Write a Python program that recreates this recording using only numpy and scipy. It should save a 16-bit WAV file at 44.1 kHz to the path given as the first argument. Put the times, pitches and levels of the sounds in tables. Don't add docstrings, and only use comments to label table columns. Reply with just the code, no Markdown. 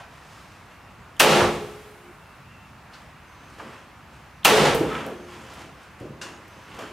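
import sys
import numpy as np
from scipy import signal
from scipy.fft import rfft, irfft
from scipy.io import wavfile
from scipy.ndimage import uniform_filter1d

SR = 44100
rng = np.random.default_rng(int(sys.argv[2]) if len(sys.argv) > 2 else 0)


def to_wav(sig):
    pcm = np.clip(np.atleast_2d(sig), -1, 1) * 32767
    pcm = np.round(pcm).astype(np.int16)
    wavfile.write(sys.argv[1], SR, pcm.T)


def nominal_scale(level):
    x = np.asarray(level, float) / 20
    return 10 ** x


N = 305172


def read(points, hz):
    point_hz, value = np.transpose(points)
    return np.interp(np.log(hz + 1), np.log(point_hz + 1), value)


def evened(x):
    return x / np.sqrt(np.mean(x ** 2) + 1e-20)


def add(mix, start_s, sound):
    part = mix[..., round(start_s * SR):][..., :sound.shape[-1]]
    part += sound[..., :part.shape[-1]]


def coloured(x, gain):
    size = x.shape[-1]
    return irfft(rfft(x) * gain(np.fft.rfftfreq(size, 1 / SR)), size)


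def hump(hz, centre_hz, octaves):
    return np.exp(-(np.log2((hz + 1) / centre_hz) / octaves) ** 2 / 2)


def ring(modes, size):
    t = np.arange(size) / SR
    return sum(nominal_scale(db - 60 * t / t60) * np.sin(2 * np.pi * hz * t) for hz, db, t60 in modes)


def field(frames, same_table):
    hz = np.fft.rfftfreq(512, 1 / SR)
    a, b, c, d = rng.standard_normal((frames, 257, 4)).T
    same = np.clip(read(same_table, hz), 0, 1)[:, None]
    alike = np.sqrt((1 + same) / 2) * (a + 1j * b)
    apart = np.sqrt((1 - same) / 2) * (c + 1j * d)
    return hz, np.array([alike + apart, alike - apart])


# pitch_hz, level_db per Hz
WASH = [(18, -46), (30, -14), (59, 0), (165, -3.5), (252, -9.5), (437, -15.5), (740, -11), (1130, -9),
        (2010, -15.5), (2680, -17.5), (3140, -23.5), (13300, -39.5), (16000, -39)]
# pitch_hz, left-right likeness (0-1)
WASH_LIKENESS = [(60, 1), (180, 0.96), (550, 0.79), (1650, 0.96), (4970, 0.64), (15000, 0.56)]


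def traffic_wash():
    frames = N // 128 + 8
    hz, spectra = field(frames, WASH_LIKENESS)
    patches = uniform_filter1d(rng.standard_normal((frames, 257)).T, 6, 0)
    patches = evened(uniform_filter1d(patches, 30, 1))
    noise = signal.istft(spectra * nominal_scale(0.84 * patches), nperseg=512, noverlap=384)[1][:, :N]
    return nominal_scale(-47.5) * evened(coloured(noise, lambda hz: nominal_scale(read(WASH, hz))))


# pitch_hz, t60_s
GARAGE_DECAY = [(60, 0.96), (200, 0.64), (500, 0.51), (1500, 0.49), (4000, 0.44), (9000, 0.45),
                (15000, 0.32)]
# pitch_hz, left-right likeness (0-1)
ECHO_LIKENESS = [(60, 1), (240, 0.97), (950, 0.92), (3770, 0.81), (15000, 0.56)]


def garage(colour):
    hz, spectra = field(317, ECHO_LIKENESS)
    fall_db = -60 * np.arange(317) * 128 / SR / read(GARAGE_DECAY, hz)[:, None]
    linger = nominal_scale(-42.0 + 0.15 * fall_db) * np.sqrt(np.linspace(1, 0, 317))
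    tail = signal.istft(spectra * (nominal_scale(fall_db) + linger), nperseg=512, noverlap=384)[1]
    size = tail.shape[1]
    tail = coloured(np.pad(tail, [(0, 0), (0, 57600 - size)]), colour)[:, :size]
    tail = tail * np.clip(np.arange(size) / SR / 0.0098, 0, 1)
    return tail / np.linalg.norm(tail[0])


# pitch_hz, width_hz, level_db
FRAME = [(155.6, 15, 8.5), (209.7, 35, 9), (281, 24, 5), (354.2, 4.4, 14), (431, 15, 5.5), (499, 6, 6),
         (559, 99, 2), (820, 39, 6), (1007, 6.2, -5), (1160, 20.4, 2.5), (1330, 15, 7)]


def woody(hz):
    return nominal_scale(sum(db / (1 + (2 * (hz - beam_hz) / width_hz) ** 2) for beam_hz, width_hz, db in FRAME))


def friction_clumps():
    return nominal_scale(1.6 * evened(uniform_filter1d(rng.standard_normal(N), 300)))


def friction(clumps, colour):
    return evened(coloured(rng.standard_normal(N) * clumps, colour))


def strokes(peak_s, level_db, swell_s, fade_s):
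    grid = np.arange(0, N + 64, 64)
    late_s = grid[:, None] / SR - peak_s
    away = np.where(late_s < 0, -late_s / np.abs(swell_s), late_s / np.abs(fade_s))
    power = nominal_scale(level_db - 20 * away) ** 2
    return np.interp(np.arange(N), grid, np.sqrt(power.sum(1)))


# peak_s, scrape_db, hiss_db (cloth against scrape), swell_s, fade_s
RUBS = [(.002, -40, -10.5, 0.0033, 0.072), (.125, -55, -4, .05, .2), (.33, -52, -1.5, 0.43, 0.54),
        (.712, -52, -14, .12, 0.088), (1.09, -59, -18, .15, .05), (2.934, -44.5, -8.5, 0.024, 0.2),
        (3.36, -53.5, -13, 0.36, .3), (3.56, -59, 3, 0.32, 0.11), (3.6, -45, -7, 0.052, .2),
        (3.746, -44, -10.5, 0.31, 0.15), (4.136, -53.5, -5, .1, 0.21), (4.95, -30.5, -14.5, 0.27, 0.2),
        (5.312, -44, -6.5, 0.1, 0.27), (5.48, -54, -14, 0.41, 0.36), (5.622, -43, -7, 0.62, 0.093),
        (5.828, -50, -9, 0.27, 0.16), (6.0, -48.5, -7, .04, 0.13), (6.214, -38, -11, 0.0044, 0.22),
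        (6.526, -51, -8, 0.17, .25), (6.77, -43.5, -7.5, 0.32, .04), (6.8, -37.5, -9.5, .04, 0.24)]


def rubs(clumps):
    hiss = friction(clumps, lambda hz: hump(hz, 3320, 1.0))
    scrape = friction(clumps, lambda hz: hump(hz, 1076, 0.77) + 0.28 * hump(hz, 2910, .2))
    peak_s, scrape_db, hiss_db, swell_s, fade_s = np.transpose(RUBS)
    return (strokes(peak_s, scrape_db, swell_s, fade_s) * scrape
            + strokes(peak_s, scrape_db + hiss_db, swell_s, fade_s) * hiss)


# peak_s, level_db, swell_s, fade_s
CREAKS = [(.1, -57.5, .2, 0.79), (.75, -74, 0.13, 0.13), (1.09, -53.5, 0.17, 0.033),
          (3.41, -55.5, 0.076, 0.33), (3.63, -44, 0.13, 0.22), (4.905, -32, .02, 0.41),
          (5.1, -38, 0.49, 0.066), (5.37, -46, 0.078, 0.29), (5.622, -46.5, .3, 0.27),
          (6.01, -40, 0.015, 0.12), (6.06, -34.5, 0.053, 0.068), (6.216, -44, .05, 0.38),
          (6.574, -49.5, 0.084, .09), (6.8, -42.5, 0.21, 0.48)]


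def creaks(clumps):
    creak = friction(clumps, lambda hz: hump(hz, 350, 0.84) * woody(hz) ** 0.77 / (1 + (hz / 750) ** 6))
    return strokes(*np.transpose(CREAKS)) * creak


def contact(db, colour, t60, rise_s, wet_db):
    t = np.arange(8192) / SR
    edges = np.clip(np.minimum(t / rise_s, (t[-1] - t) / .05), 0, 1)
    burst = evened(coloured(rng.standard_normal(8192), colour)) * nominal_scale(db - 60 * t / t60) * edges
    sound = nominal_scale(wet_db) * np.linalg.norm(burst) * garage(colour)
    add(sound, 0, burst)
    return sound


# start_s, peak_db, centre_hz, spread_octaves, t60_s
BUMPS = [(.005, -37.5, 640, 0.19, 0.17), (1.4, -10.5, 940, 0.6, 0.23), (1.418, -15, 136, 1.6, 0.21),
         (3.6, -36.5, 603, 0.98, 0.33), (3.652, -38.5, 249, 0.82, 0.31), (4.6, -15.5, 148, 0.11, 0.29),
         (4.649, -6.5, 1000, 1.34, 0.11), (4.74, -20, 455, 0.081, 1), (4.747, -17, 120, 1.1, 0.13),
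         (4.807, -9, 342, 0.76, 0.094), (4.845, -10, 253, 0.98, 0.04), (4.802, -25.5, 70, 0.25, 0.21),
         (4.911, -51, 1870, 0.42, 0.16), (5.06, -27.5, 420, 0.8, 0.4), (4.911, -45, 2930, .1, 0.28),
         (5.576, -28.5, 250, 1.1, 0.057), (6.002, -33.5, 417, 0.45, .4), (6.009, -34, 90, 0.65, 0.3),
         (6.089, -31, 121, 0.53, 0.2), (6.785, -30.5, 614, 0.22, 0.26), (6.79, -36, 1260, 0.18, .2),
         (6.831, -30, 293, 1, 0.099)]


def bumps(mix):
    for start_s, db, centre_hz, octaves, t60 in BUMPS:
        colour = lambda hz: hump(hz, centre_hz, octaves) * woody(hz)
        add(mix, start_s, contact(db - 5, colour, t60, rise_s=.006, wet_db=-2))


# start_s, end_s, first_hz, last_hz, level_db
BIRDS = [
    (.68, .95, 2750, 2750, -63),
    (2.2, 2.38, 2700, 2700, -60),
    (2.46, 2.68, 2700, 2690, -56),
    (3.25, 3.53, 6120, 6220, -66),
    (5.11, 5.33, 6300, 6350, -66),
    (6.45, 6.7, 6100, 6200, -65),
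    (6.26, 6.4, 6700, 6700, -62),
    (.64, .88, 13300, 13300, -80),
    (.64, .88, 11600, 11600, -81),
]


def birds(mix):
    for start_s, end_s, first_hz, last_hz, db in BIRDS:
        size = round((end_s - start_s) * SR)
        waver = evened(uniform_filter1d(rng.standard_normal((2, 16000)), 250))[:, :size]
        hz = np.linspace(first_hz, last_hz, size) + 45 * waver[0]
        tone = np.sin(2 * np.pi * np.cumsum(hz) / SR)
        add(mix, start_s, nominal_scale(db + 1.9 * waver[1]) * tone * signal.windows.tukey(size, .3))


def tick(db, centre_hz, octaves, t60):
    return contact(db - 3.5, lambda hz: hump(hz, centre_hz, octaves), t60, rise_s=0.0011, wet_db=-1.3)


# start_s, peak_db, centre_hz, spread_octaves, t60_s
TICKS = [(1.165, -34, 3100, 0.12, 0.022), (1.166, -46.5, 7500, 0.57, .02), (1.395, -36, 13000, .2, .03),
         (2.933, -44.5, 4370, 0.26, 0.13), (3.356, -55, 4000, .6, .02), (3.5, -47, 5500, .6, .02),
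         (3.594, -32, 1160, 0.68, 0.092), (4.432, -39, 3200, 0.25, 0.039), (4.746, -25, 12000, 1, .06),
         (4.952, -19, 1840, 0.5, 0.027), (5.063, -33, 11000, 1.3, 0.017), (5.416, -51, 7700, 0.21, 0.072),
         (5.499, -45.5, 5930, 0.26, .05), (5.535, -48, 10000, .6, .05), (5.59, -49, 7000, 0.42, 0.068),
         (5.83, -51, 6480, .5, .05), (6.0, -49, 7000, 0.65, 0.034)]


def ticks(mix):
    for start_s, *row in TICKS:
        add(mix, start_s, tick(*row))


# pitch_hz, level_db per Hz
BANG = [(59, -49), (100, -40), (271, -42), (535, 1.5), (1310, 3), (2220, -1), (2690, 6.5), (3860, -4),
        (13500, -11.5), (16000, -13)]


def slam_crack(noise, askew_noise, t):
    scrape = nominal_scale(-20 + 6000 * np.minimum(t, 0)) * (t < 0)
    bounces = [(0, -11), (.0045, -3), (.0085, -1), (.0155, -1),
               (.021, -3), (.03, -3), (.039, -4), (.048, -7)]
    slam = sum(nominal_scale(step_db - 60 * (t - s) / 0.042) * (t >= s) for s, step_db in bounces)
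    rattle = evened(coloured(noise, lambda hz: nominal_scale(read(BANG, hz))))
    bright = coloured(rattle, lambda hz: 1 / (1 + (2600 / (hz + 1)) ** 4))
    weight = np.clip(.15 + t / .005, .15, 1)
    bright_gain = nominal_scale(2.5 - 160 * np.clip(t, 0, .06))
    crack = (bright_gain * bright + weight * (rattle - bright)) * (scrape + slam)
    askew = evened(coloured(askew_noise, lambda hz: hump(hz, 7500, .6)))
    return crack, nominal_scale(-14) * askew * np.std(bright) * slam


# pitch_hz, level_db, t60_s
CASING = [(2780, 10, 0.034), (1000, -37, 0.0043), (3340, -7, 0.075), (7000, -5, 0.073)]


def gun_shell(noise, t):
    blow = noise * nominal_scale(-60 * abs(t - .0045) / 0.0029) * (t > .003)
    return nominal_scale(-31) * signal.fftconvolve(blow, ring(CASING, size=3000))[:len(t)]


# pitch_hz, level_db, t60_s
BRACE = [(419, -1, 1.25), (426, -6, 1.1), (410, -10, .9), (284, -13, 1.2)]


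def loose_brace(db, t):
    return nominal_scale(db) * ring(BRACE, size=len(t)) * np.clip(t / 0.016, 0, 1)


def mesh_shiver(db, noise, t):
    wires = evened(coloured(noise, lambda hz: hump(hz, 9200, 0.67)))
    return nominal_scale(db - 60 * t / 2.84) * wires * (t > 0)


# pitch_hz, level_db per Hz
BOOM = [(24, -46), (40, -22), (87, -21.5), (363, -9.5), (433, -1), (503, -3), (1150, -7.5), (1680, -10),
        (2910, -10), (12800, -29.5), (16000, -32)]


def shot(db, pan_db, shiver_db, brace_db):
    size = SR * 3 // 2
    t = np.arange(size) / SR - .005
    noise = rng.standard_normal((4, size))
    crack, askew = slam_crack(noise[0], noise[1], t)
    centre = crack + gun_shell(noise[1], t) + loose_brace(brace_db, t)
    sound = centre * nominal_scale(np.array([[pan_db / 2], [-pan_db / 2]]))
    sound = sound + mesh_shiver(shiver_db, noise[2:], t) + [[1], [-1]] * askew
    add(sound, .007, nominal_scale(30.5) * garage(lambda hz: nominal_scale(read(BOOM, hz)) * woody(hz)))
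    return nominal_scale(db + 20.5) * sound


# start_s, level_db, pan_db (left over right), shiver_db, brace_db
SHOTS = [
    (1.1987, -11, 0.5, -56.5, -25),
    (4.449, -10, 0.2, -64, -45),
]


def shots(mix):
    for start_s, *row in SHOTS:
        add(mix, start_s - .005, shot(*row))


# start_s, peak_db, centre_hz, spread_octaves, t60_s
SNAGS = [
    (4.906, -30.5, 1300, 0.03, 0.43),
    (6.214, -35.5, 5000, 0.6, 0.22),
    (6.214, -36, 1580, 0.11, 0.11),
    (6.214, -36.5, 2780, 0.067, .1),
    (6.214, -38, 3560, 0.071, .1),
    (6.48, -49, 9100, .8, .03),
    (6.714, -38.5, 2500, 0.53, 0.056),
    (6.789, -38.5, 2200, 1.45, .05),
]


def snags(mix):
    for start_s, *row in SNAGS:
        add(mix, start_s, tick(*row))


def scene():
    mix = traffic_wash()
    clumps = friction_clumps()
    handling = nominal_scale(-3.5) * (rubs(clumps) + creaks(clumps))
    echo = signal.fftconvolve(handling[None], garage(np.ones_like), axes=1)[:, :N]
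    bumps(mix)
    birds(mix)
    ticks(mix)
    shots(mix)
    snags(mix)
    return (mix + handling + nominal_scale(-2.0) * echo) * nominal_scale(np.array([[-.2], [.2]]))


def top_cut(x):
    return signal.sosfilt(signal.butter(12, 16950, fs=SR, output="sos"), x)


def record(dry):
    power_db = 10 * np.log10(abs(uniform_filter1d((dry ** 2).mean(0), 500)) + 1e-12)
    fall_db = np.arange(N) * 250. / SR
    over_db = np.maximum(np.maximum.accumulate(power_db + fall_db) - fall_db + 15.5, 0)
    held = dry / nominal_scale(.9 * uniform_filter1d(over_db, 400, origin=199))
    kneed = .88 * np.tanh(held / .88)
    band = coloured(kneed, lambda hz: 1 / (1 + (hz / 15600) ** 60) / np.sqrt(1 + (40 / (hz + 1)) ** 4))
    return top_cut(band)


dry = scene()
out = record(dry)
to_wav(out)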